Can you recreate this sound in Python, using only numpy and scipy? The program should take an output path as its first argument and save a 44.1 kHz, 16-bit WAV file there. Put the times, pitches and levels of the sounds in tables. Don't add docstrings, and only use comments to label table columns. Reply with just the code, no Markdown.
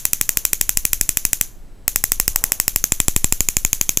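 import sys
import numpy as np
from scipy import signal
from scipy.fft import rfft, irfft, next_fast_len
from scipy.io import wavfile
from scipy.ndimage import uniform_filter1d

SR = 44100
rng = np.random.default_rng(int(sys.argv[2]) if len(sys.argv) > 2 else 0)


def waveform_to_disk(signal):
    frames = np.transpose(np.atleast_2d(signal))
    scaled = np.clip(frames, -1, 1) * 32767
    samples = np.round(scaled).astype(np.int16)
    wavfile.write(sys.argv[1], SR, samples)


N = 176400

# (frequency [Hz], relative level [dB])
AIR_EQ = [(60, -3), (120, -2), (250, -7.5), (500, -13.5), (1000, -20), (1600, -23.5), (3000, -28.5),
          (7000, -32), (13500, -35), (15500, -46)]
# (frequency [Hz], relative level [dB])
RUMBLE_EQ = [(8, -4.5), (18, 8), (30, 1), (50, -11.5), (100, -19.5), (250, -51.5), (1000, -91)]
# (time [s], level [dB])
RUMBLE_RIDE = [(0, -37), (.55, -37), (.75, -28), (1.02, -30), (1.2, -39), (1.7, -38), (2.0, -33),
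               (2.3, -26), (2.55, -36), (3.1, -39), (3.5, -37), (4, -35)]
# (centre time [s], half length [s], level [dB])
RUBS = [(0.358, 0.08, -52.5), (2.452, 0.15, -47)]
# (frequency [Hz], relative level [dB])
RUB_EQ = [(100, -12), (400, -0.5), (900, -1.5), (1400, -8), (3000, -28), (10000, -46)]
# (frequency [Hz], level [dB])
TONES = [(3978, -77), (7865, -70)]
# (frequency [Hz], relative level [dB])
ROOM_EQ = [(300, -34), (1200, -20.5), (2400, -13), (5000, -11), (6200, 2), (7400, 1.5), (8500, -10),
           (9500, -3.5), (11500, 1), (14000, 0), (15200, -3.5), (15700, -43)]
# (frequency [Hz], t60 [s])
ROOM_T60 = [(1000, 0.29), (4000, 0.23), (7000, 0.17), (14000, 0.13)]
# (time [s], thump level [dB])
SPARKS = [(0.0531, -23), (0.1326, -19.5), (0.2122, -20.5), (0.2918, -21.5), (0.3718, -19.5), (0.452, -25),
          (0.532, -24.5), (0.612, -24.5), (0.6926, -22.5), (0.7722, -19.5), (0.8522, -21), (0.932, -19),
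          (1.0115, -18.0), (1.0916, -21.5), (1.1716, -20.5), (1.2515, -18.5), (1.3316, -23.5),
          (1.4117, -20.0), (1.8798, -22.5), (1.9597, -21.5), (2.0397, -19), (2.1193, -25), (2.1996, -20.5),
          (2.2794, -17.5), (2.3598, -21.5), (2.4397, -20.0), (2.52, -25.5), (2.6, -23), (2.68, -18.5),
          (2.7606, -16.5), (2.8406, -31), (2.921, -12.5), (3.0019, -14), (3.0824, -9.5), (3.163, -9.5),
          (3.2436, -8.5), (3.3243, -13.5), (3.4058, -11.5), (3.487, -20.5), (3.5681, -12.5), (3.6494, -14),
          (3.7305, -17), (3.8123, -18.5), (3.8925, -23), (3.9727, -16.0)]
HAND_SHIFTS = [1.6, 2.88, 3.36]
# (frequency [Hz], t60 [s], level in each of four hand positions [dB])
SOCKET_MODES = [(980, 0.0045, -30.5, -54, -13, -32), (2090, 0.005, -8, -4, -7, -47.5),
                (2484, 0.0072, -5.5, -7.5, -5, -4.5), (3476, 0.0024, 5, -2.5, 5.5, 4),
                (5375, 0.0054, -2, 0, -3, -8), (6040, 0.0071, -1, -14.5, -9, -17),
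                (6370, 0.0089, -9, -5, -7, -11.5), (7263, 0.0045, 8, 3, 1, 6),
                (9695, 0.0054, -1.5, -6, 1, -2.5), (10660, 0.0041, 5, 1.5, 4.5, 2.5),
                (11975, 0.0067, 1.5, 0, -7.5, -3), (13256, 0.0051, -11, 2, -2, -2),
                (13956, 0.0081, -3.5, -1.5, -25, -3.5), (14500, 0.0031, 10, 7, 6, -5.5)]
# (time [s], frequency [Hz], level [dB])
CAVITY = [(0, 7927, 5), (2.68, 7775, 5.5), (2.76, 7540, 4.5), (2.838, 6507, 8), (2.92, 7390, 8.5),
          (3.08, 7670, 7.5), (3.24, 7604, 8), (3.322, 7490, 8.5), (3.409, 6855, 4.5), (3.65, 6910, 10),
          (3.73, 6680, 7), (3.969, 6470, 7.5)]
# (delay [s], peak level [dB])
WALL_ECHOES = [(.0125, -28), (0.014, -21.5), (.0285, -26)]
# (frequency [Hz], relative level [dB])
SIDE_EQ = [(25, 26.5), (70, 12), (150, -15), (300, -19.5), (1000, -42), (2200, -42), (4000, -47),
           (8000, -54)]
# (frequency [Hz], relative level [dB])
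SPREAD_EQ = [(100, -2), (300, 20), (1000, 6.5), (2200, -2.5), (4000, -8), (8000, -12), (14000, -15)]
# (frequency [Hz], left over right [dB])
BALANCE = [(25, 2), (60, 1.6), (125, .2), (250, -1.5), (500, 0)]

WHINE_DB, WHINE_HZ, WHINE_SAG_HZ, RECHARGE_S = -45.5, 9910, 900, 0.022
RELEASE_S, FLICK_HZ, FLICK_S = 1.485, 259, 0.00825
ROOM_DB, ROOM_GAP_S, ROOM_BUILD_S, ROOM_GRAIN_DB = -24, 0.0046, 0.0062, 2
LATE_DB, LATE_T60_S = -18.5, 0.53
CAVITY_T60_S, CRACK_DB, CRACK_T60_S = 0.0059, -13, 0.01
SCATTER_DB, DETUNE = 0.8, 0.003
THUMP_DELAY_S, THUMP_RISE_S, KICK_GAIN, KICK_S = 0.001, 0.00021, 1.096, 0.0013
SWING_GAIN, SWING_S, SWING_HZ = 0.55, 0.044, 11.2
AIR_DB, SIDE_DB, SPREAD_DB = -49.5, -45, -35
CLIP_LEVEL, HIGH_CUT_HZ = 0.96, 15900


def amp(db):
    return 10 ** (np.asarray(db) / 20)


def unit(x):
    return x / np.sqrt(np.mean(x ** 2) + 1e-20)


def along(points, hz):
    freqs, values = np.transpose(points)
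    return np.interp(np.log(hz + 1), np.log(freqs + 1), values)


def filtered(x, response):
    n = x.shape[-1]
    padded = next_fast_len(n + SR // 10)
    return irfft(rfft(x, padded) * response(np.fft.rfftfreq(padded, 1 / SR)), padded)[..., :n]


def noise(eq, size):
    return unit(filtered(rng.standard_normal(size), lambda hz: amp(along(eq, hz))))


def fade(t, t60):
    return np.exp(-np.log(1000) * t / t60)


def add(track, start_s, sound):
    part = track[max(round(start_s * SR), 0):][:len(sound)]
    part += sound[:len(part)]


def background():
    t = np.arange(N) / SR
    rumble = amp(np.interp(t, *np.transpose(RUMBLE_RIDE))) * noise(RUMBLE_EQ, N)
    strokes = sum(amp(db) * np.exp(-((t - centre) / half) ** 2) for centre, half, db in RUBS)
    rubbing = strokes * noise(RUB_EQ, N)
    tones = sum(amp(db) * np.sin(2 * np.pi * hz * t) for hz, db in TONES)
    return amp(AIR_DB) * noise(AIR_EQ, N) + rumble + rubbing + tones


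def coil_whine():
    t, cues = np.arange(N) / SR, np.array(SPARKS)[:, 0]
    lead_in_s = 2 * cues[0] - cues[1]
    since_spark = t - np.append(lead_in_s, cues)[np.searchsorted(cues, t)]
    sag = WHINE_SAG_HZ * np.exp(-since_spark / RECHARGE_S)
    flick = FLICK_HZ * np.exp(-np.abs(t - RELEASE_S) / FLICK_S)
    phase = 2 * np.pi * np.cumsum(WHINE_HZ - sag + flick) / SR
    running = (t < RELEASE_S) | (t > cues[cues > RELEASE_S][0])
    gate = uniform_filter1d(running * 1.0, size=200)
    return amp(WHINE_DB) * gate * np.sin(phase)


def room_tail():
    hz, t, bands = signal.stft(noise(ROOM_EQ, SR // 2), SR, nperseg=256)
    decay = fade(t, along(ROOM_T60, hz)[:, None]) + amp(LATE_DB) * fade(t, LATE_T60_S)
    tail = signal.istft(bands * decay, SR, nperseg=256)[1]
    build = np.clip((np.arange(len(tail)) / SR - ROOM_GAP_S) / ROOM_BUILD_S, 0, 1)
    grain = unit(uniform_filter1d(rng.standard_normal(len(tail)), size=40))
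    return tail * build * amp(ROOM_DB + ROOM_GRAIN_DB * grain)


def snap(cue):
    t = np.arange(SR // 50) / SR
    modes = np.array(SOCKET_MODES)
    when, cavity_hz, cavity_db = np.transpose(CAVITY)
    position = np.searchsorted(HAND_SHIFTS, cue)
    hz = np.append(modes[:, 0], np.interp(cue, when, cavity_hz))
    t60 = np.append(modes[:, 1], CAVITY_T60_S)
    db = np.append(modes[:, 2 + position], np.interp(cue, when, cavity_db))
    level_jitter, pitch_jitter = rng.standard_normal((2, len(hz)))
    rings = np.sin(2 * np.pi * np.outer(hz * (1 + DETUNE * pitch_jitter), t)) * fade(t, t60[:, None])
    crack = amp(CRACK_DB) * fade(t, CRACK_T60_S) * rng.standard_normal(len(t))
    return amp(db + SCATTER_DB * level_jitter) @ rings + crack


def sparks():
    track = np.zeros(N)
    tail_age_s = SPARKS[1][0] - 2 * SPARKS[0][0]
    add(track, 0, room_tail()[round(tail_age_s * SR):])
    for cue, _ in SPARKS:
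        hit = snap(cue)
        add(track, cue, hit)
        add(track, cue, room_tail())
        for delay, db in WALL_ECHOES:
            add(track, cue + delay + rng.normal(0, 0.00018), amp(db) * hit / np.abs(hit).max())
    return track


def diaphragm_thumps():
    track, t = np.zeros(N), np.arange(SR // 4) / SR
    attack = 1 - np.exp(-t / THUMP_RISE_S)
    kick = KICK_GAIN * np.exp(-t / KICK_S)
    swing = SWING_GAIN * np.exp(-t / SWING_S) * np.cos(2 * np.pi * SWING_HZ * t)
    for cue, db in SPARKS:
        add(track, cue + THUMP_DELAY_S, -amp(db) * attack * (kick + swing))
    return track


def scene():
    side = amp(SIDE_DB) * noise(SIDE_EQ, N)
    return sparks() + coil_whine() + background() + np.array([side, -side])


def record(dry):
    overloaded = np.clip(dry, -CLIP_LEVEL, CLIP_LEVEL) + diaphragm_thumps()
    envelope = np.sqrt(np.abs(uniform_filter1d(overloaded[0] ** 2, size=100)))
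    sides = np.array([[1], [-1]])
    widened = overloaded + sides * amp(SPREAD_DB) * envelope * noise(SPREAD_EQ, N)
    panned = filtered(widened, lambda hz: amp(sides * along(BALANCE, hz) / 2))
    return filtered(panned, lambda hz: np.clip((HIGH_CUT_HZ - hz) / 1200 + 0.5, 0, 1))


dry = scene()
out = record(dry)
waveform_to_disk(out)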